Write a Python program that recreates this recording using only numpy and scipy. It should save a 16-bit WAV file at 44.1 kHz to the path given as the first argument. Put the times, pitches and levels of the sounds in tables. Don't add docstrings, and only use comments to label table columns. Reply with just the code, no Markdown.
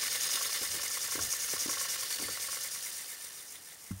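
import sys
import numpy as np
from scipy import signal
from scipy.fft import rfft, irfft
from scipy.io import wavfile

SR = 44100
rng = np.random.default_rng(int(sys.argv[2]) if len(sys.argv) > 2 else 0)


def master_out(mix):
    frames = np.transpose(np.atleast_2d(mix))
    ceiling = np.clip(frames, -1, 1)
    pcm = np.round(ceiling * 32767).astype(np.int16)
    wavfile.write(sys.argv[1], SR, pcm)


N = 176400
T, HZ = np.arange(N) / SR, np.fft.rfftfreq(N, 1 / SR)
# f/Hz, level/dB
SQUEEZE_SPECTRUM = [(1000, -28), (3500, -21), (4200, -63), (4900, -3), (5700, 0), (6500, 3), (7600, -4),
                    (10000, -9), (15500, -24)]


def amp(db):
    return 10 ** (np.asarray(db) / 20)


def unit(x):
    return x / np.sqrt(np.mean(abs(x) ** 2) + 1e-20)


def curve(table, column=1):
    rows = np.array(table)
    return np.interp(T, rows[:, 0], rows[:, column])


def wander(rate_hz):
    return unit(irfft(rfft(rng.standard_normal(N)) / (1 + (HZ / rate_hz) ** 4), N))


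def noise(envelope, spectrum, lift_db=0):
    source = envelope * rng.standard_normal(N)
    hz, db = np.transpose(spectrum)
    gain = unit(amp(np.interp(np.log(HZ + 1), np.log(hz), db) + lift_db))
    cepstrum = irfft(np.log(gain + 1e-6), N)
    cepstrum[1:N // 2] *= 2
    cepstrum[N // 2 + 1:] = 0
    impulse = irfft(np.exp(rfft(cepstrum)), N)[:SR // 10]
    return signal.fftconvolve(source, impulse)[:N]


def resonate(x, hz, width_hz):
    carrier = np.exp(2j * np.pi * np.cumsum(hz) / SR)
    pole = np.exp(-np.pi * width_hz / SR)
    baseband = signal.lfilter([(1 - pole) ** 2], [1, -2 * pole, pole * pole], x / carrier)
    return unit((carrier * baseband).real)


def burst(start, db, decay_s):
    age = np.maximum(T - start, 0)
    return amp(db) * (1 - np.exp(-age * 2000)) * np.exp(-np.minimum(age / decay_s, 50))


def strike(start, modes, rise_s):
    age = np.arange(SR // 3) / SR
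    ring, out = np.zeros(len(age)), np.zeros(N + SR)
    for hz, db, t60 in modes:
        detuned_hz = hz * (1 + 0.014 * rng.uniform(-0.74, 1))
        ring += amp(db - 60 * age / t60) * np.sin(2 * np.pi * detuned_hz * age)
    out[round(start * SR):][:len(age)] = ring * np.minimum(age / rise_s, 1)
    return out[:N]


def room_tone():
    # f/Hz, level/dB
    spectrum = [(20, -38), (90, -9.5), (300, -5.5), (900, -6.5), (3000, -9), (15000, -13.5)]
    return noise(amp(-58), spectrum)


def floor_rumble():
    # t/s, level/dB
    swells = [(0, -67), (.62, -74), (.73, -54), (.85, -68), (1.14, -67), (1.21, -46), (1.35, -67),
              (1.65, -61), (2.1, -69), (2.27, -59), (2.45, -66), (3.1, -77), (4, -73)]
    # f/Hz, level/dB
    spectrum = [(18, -25), (30, -22), (47, -3.5), (90, 1), (170, -5.5), (300, -14.5), (700, -10),
                (3000, -67)]
    return noise(amp(curve(swells)), spectrum)


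def bump():
    # f/Hz, level/dB, t60/s
    modes = [(63.6, -47, 0.52), (95, -33.5, 0.32), (190.5, -32.5, 0.14), (220, -21.5, 0.035),
             (298, -40.5, 0.1)]
    return strike(3.908, modes, rise_s=0.0065)


def frame_colour():
    # f/Hz, width/Hz, lift/dB
    resonances = [(527, 97, 5), (1128, 82, 4), (1370, 66, -0.5), (1788, 48, 10), (2560, 85, -1),
                  (2900, 200, 4), (3240, 160, -3), (4465, 130, 7), (4480, 100, 0.5), (5050, 390, 5),
                  (5780, 310, 5), (6400, 150, -2), (6550, 190, 3), (6870, 150, -3), (7930, 173, -10),
                  (8110, 310, 3.5), (8600, 160, -5), (9390, 410, 4), (10220, 170, -1), (10330, 130, 8),
                  (11040, 300, 3.5), (11900, 240, 3.5), (12500, 220, -7), (13630, 400, 5), (14350, 300, -7),
                  (15600, 400, -1)]
    peaks = sum(db / (1 + (2 * (HZ - hz) / width) ** 2) for hz, width, db in resonances)
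    ripple = np.interp(HZ / 75, np.arange(N), rng.standard_normal(N))
    return peaks + 1.6 * ripple


def stand_knocks(body_db):
    # t/s, relative level/dB, decay/s
    hits = [(0.613, 1, 0.013), (.738, -5.5, .025), (.835, -14, .006), (1.154, 3, 0.0032),
            (1.178, -1.5, 0.02), (1.534, 4, 0.0077), (1.62, -9.5, 0.013), (1.659, 3.5, 0.0054),
            (1.683, 0, 0.0051), (1.702, -9.5, 0.026), (2.197, -3, 0.016), (2.22, -5.5, 0.041),
            (2.287, -4, 0.016)]
    # f/Hz, level/dB
    spectrum = [(30, -27), (80, -9), (180, -13), (300, 0.5), (420, -9), (650, -14), (1500, -15.5),
                (6000, -48)]
    force = sum(burst(start, db - 39.5, decay_s) for start, db, decay_s in hits)
    return noise(force, spectrum, body_db)


def grit(body_db):
    # t/s, relative level/dB
    ticks = [(0.019, -2.5), (.226, -9), (.357, -7), (.814, -12), (.880, -3), (1.111, -10), (1.224, 1.5),
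             (1.326, 2.5), (1.407, -15), (1.5, -21), (1.909, -5), (2.126, -2.5)]
    force = sum(burst(start, db - 24.5, decay_s=0.003) for start, db in ticks)
    return noise(force, SQUEEZE_SPECTRUM, body_db)


def chain(body_db):
    # t/s, relative level/dB
    clacks = [(0.031, -6), (0.062, -24), (0.149, -3.5), (0.263, -10), (0.295, -5), (.373, 0), (0.411, -0.5),
              (0.457, -3), (.494, -4), (.569, -10), (.636, -2), (.754, -8), (0.795, -5.5), (0.833, -5.5),
              (0.906, -8.5), (.973, -1.5), (1.043, -9), (1.084, -4.5), (1.122, -2.5), (1.158, -2),
              (1.192, 1), (1.336, -4), (1.487, -6.5), (1.537, -22), (1.564, -3), (1.695, 1), (1.734, -6),
              (1.772, -0.5), (1.812, -1.5), (1.854, -2.5), (1.889, -11), (1.96, -5), (2.032, -4.5),
              (2.109, -11), (2.149, -29), (2.193, -7), (2.229, -18), (2.284, -3), (2.374, -3.5),
              (2.445, -11), (2.487, -4.5), (2.529, -4.5), (2.570, -5), (2.650, -8.5), (2.761, -13),
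              (3.913, -12)]
    # f/Hz, level/dB
    spectrum = [(150, -35), (480, -5.5), (600, -12.5), (780, -7), (1100, -1), (1350, -1), (1650, -14),
                (2200, 0.5), (3000, -14), (5000, -39), (15000, -39)]
    # f/Hz, relative level/dB, t60/s
    modes = [(543, -8.5, 0.039), (1101, -2, 0.058), (1196, -5, 0.027), (1361, -2, 0.044), (1580, -4, 0.038),
             (2050, -8, 0.018), (3020, -10, .025)]
    rise_s = 0.003017
    force = sum(burst(start, db - 39.5, decay_s=0.0049) for start, db in clacks)
    ring = sum(amp(db - 33) * strike(start - rise_s, modes, rise_s) for start, db in clacks)
    return noise(force, spectrum, body_db) + ring


def flywheel(body_db):
    # t/s, speed/(turns per s)
    speed = [(0, 10.35), (0.6, 9.77), (1.3, 10.38), (2.1, 9.79), (2.65, 9.65), (3.2, 7.39), (4, 5.17)]
    # t/s, hiss/dB, squeeze/dB, scuff/dB, roar/dB
    levels = [(0, -36, -41.5, -46, -39.5), (.35, -35.5, -38.5, -41.5, -39), (.6, -35.5, -44, -45.5, -40.5),
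              (.85, -36.5, -40, -53, -42.5), (1.3, -36, -40, -54, -44), (1.75, -36.5, -36.5, -55, -41.5),
              (2.1, -37.5, -44, -56, -43), (2.6, -38, -43.5, -62, -45), (2.9, -40, -44, -53, -49),
              (3.15, -43, -70, -58, -52.5), (3.5, -47, -53, -56, -60), (3.72, -49.5, -66, -60, -58.5),
              (4, -50.5, -67, -74, -75)]
    # phase/turns, hiss/dB, squeeze/dB, scuff/dB, hollow resonance/Hz
    turn = np.array([(0, -3.5, -18, -11, 1795), (.07, -3, -5.5, -14, 1850), (.15, -2.5, 4, -17, 2040),
                     (.32, 1, -1, -11, 2286), (.48, 1, -2, 1, 2096), (.66, -1, -9, 9, 2036),
                     (.73, -1, -58, -0.5, 2030), (.82, 0, -4.5, -10, 2030), (.88, -6.5, -4, -4, 1840)])
    # f/Hz, level/dB
    hiss_spectrum = [(300, -30.5), (800, -15), (1600, -11.5), (2500, -12.5), (4000, -14.5), (5500, -4.5),
                     (7200, 0), (7900, 0.5), (9200, 1), (10000, -5.5), (12000, -3.5), (14500, -6.5),
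                     (15600, -2)]
    scuff_spectrum = [(300, -8), (520, -8), (780, -11.5), (1100, 0), (1500, -3.5), (2600, -4.5), (3300, 2),
                      (3850, 7.5), (4800, -10.5), (7000, -27), (8700, -24), (9400, 11), (10100, -13),
                      (15000, -0.5)]
    roar_spectrum = [(30, -48), (120, -14.5), (300, -13), (520, -6.5), (750, -9.5), (1100, -5), (1750, -2),
                     (2450, -3), (3000, -1), (4200, 1.5), (6500, -5), (8000, -7.5), (15000, -12)]
    # f/Hz, width/Hz, loudest at t/s, spread/s, base level/dB
    singing_modes = [(5140, 150, 0.33, 0.29, -44.5), (6590, 190, 0.31, 0.25, -43),
                     (9330, 580, 0.22, 0.24, -47), (4540, 150, 2.22, 0.14, -45.5),
                     (6560, 270, 1.37, 0.27, -44.5), (5830, 280, 1.7, 0.25, -46.5),
                     (9540, 330, 2.35, .8, -53.5)]
    # t/s, base level/dB
    hollow_level = [(0, -44.5), (.5, -48), (1.2, -51), (2.3, -49.5), (2.8, -53.5), (3.2, -57.5),
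                    (3.6, -63.5), (4, -63)]

    phase = np.cumsum(curve(speed)) / SR % 1
    hiss_db, squeeze_db, scuff_db, hollow_hz = (
        np.interp(phase, turn[:, 0], column, period=1) for column in turn.T[1:])
    chatter_db = 3 * np.cos(2 * np.pi * 5 * (phase - 0.15))
    flutter_hz, grain_hz = 107, 700
    roughness_db = 0.5 * wander(flutter_hz) + wander(grain_hz)

    def friction(db, flutter_db):
        return amp(db + roughness_db + flutter_db * wander(flutter_hz))

    out = noise(friction(curve(levels, 1) + hiss_db, flutter_db=1.46), hiss_spectrum, body_db)
    out += noise(friction(curve(levels, 2) + squeeze_db, flutter_db=0.2), SQUEEZE_SPECTRUM, body_db)
    out += noise(friction(curve(levels, 3) + scuff_db, flutter_db=1.4), scuff_spectrum, body_db)
    out += noise(friction(curve(levels, 4), flutter_db=2.02), roar_spectrum, body_db)
    for hz, width_hz, peak_s, spread_s, db in singing_modes:
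        swell = np.exp(-((T - peak_s) / spread_s) ** 2 / 2)
        drive = rng.standard_normal(N) * friction(chatter_db, flutter_db=3)
        ring = resonate(drive, np.full(N, hz), width_hz)
        out += swell * ring * amp(db + 0.8 * hiss_db)
    drive = rng.standard_normal(N) * friction(0, flutter_db=2)
    hollow = resonate(drive, hollow_hz, width_hz=340)
    return out + hollow * amp(curve(hollow_level) + 0.39 * scuff_db)


def scene():
    body_db = frame_colour()
    trainer = flywheel(body_db) + chain(body_db) + grit(body_db) + stand_knocks(body_db)
    return (trainer + bump() + floor_rumble() + room_tone())[None]


def record(dry):
    lowpass = signal.firwin(801, 15780, window=("kaiser", 9), fs=SR)
    return signal.oaconvolve(dry, lowpass[None], "same")


dry = scene()
out = record(dry)
master_out(out)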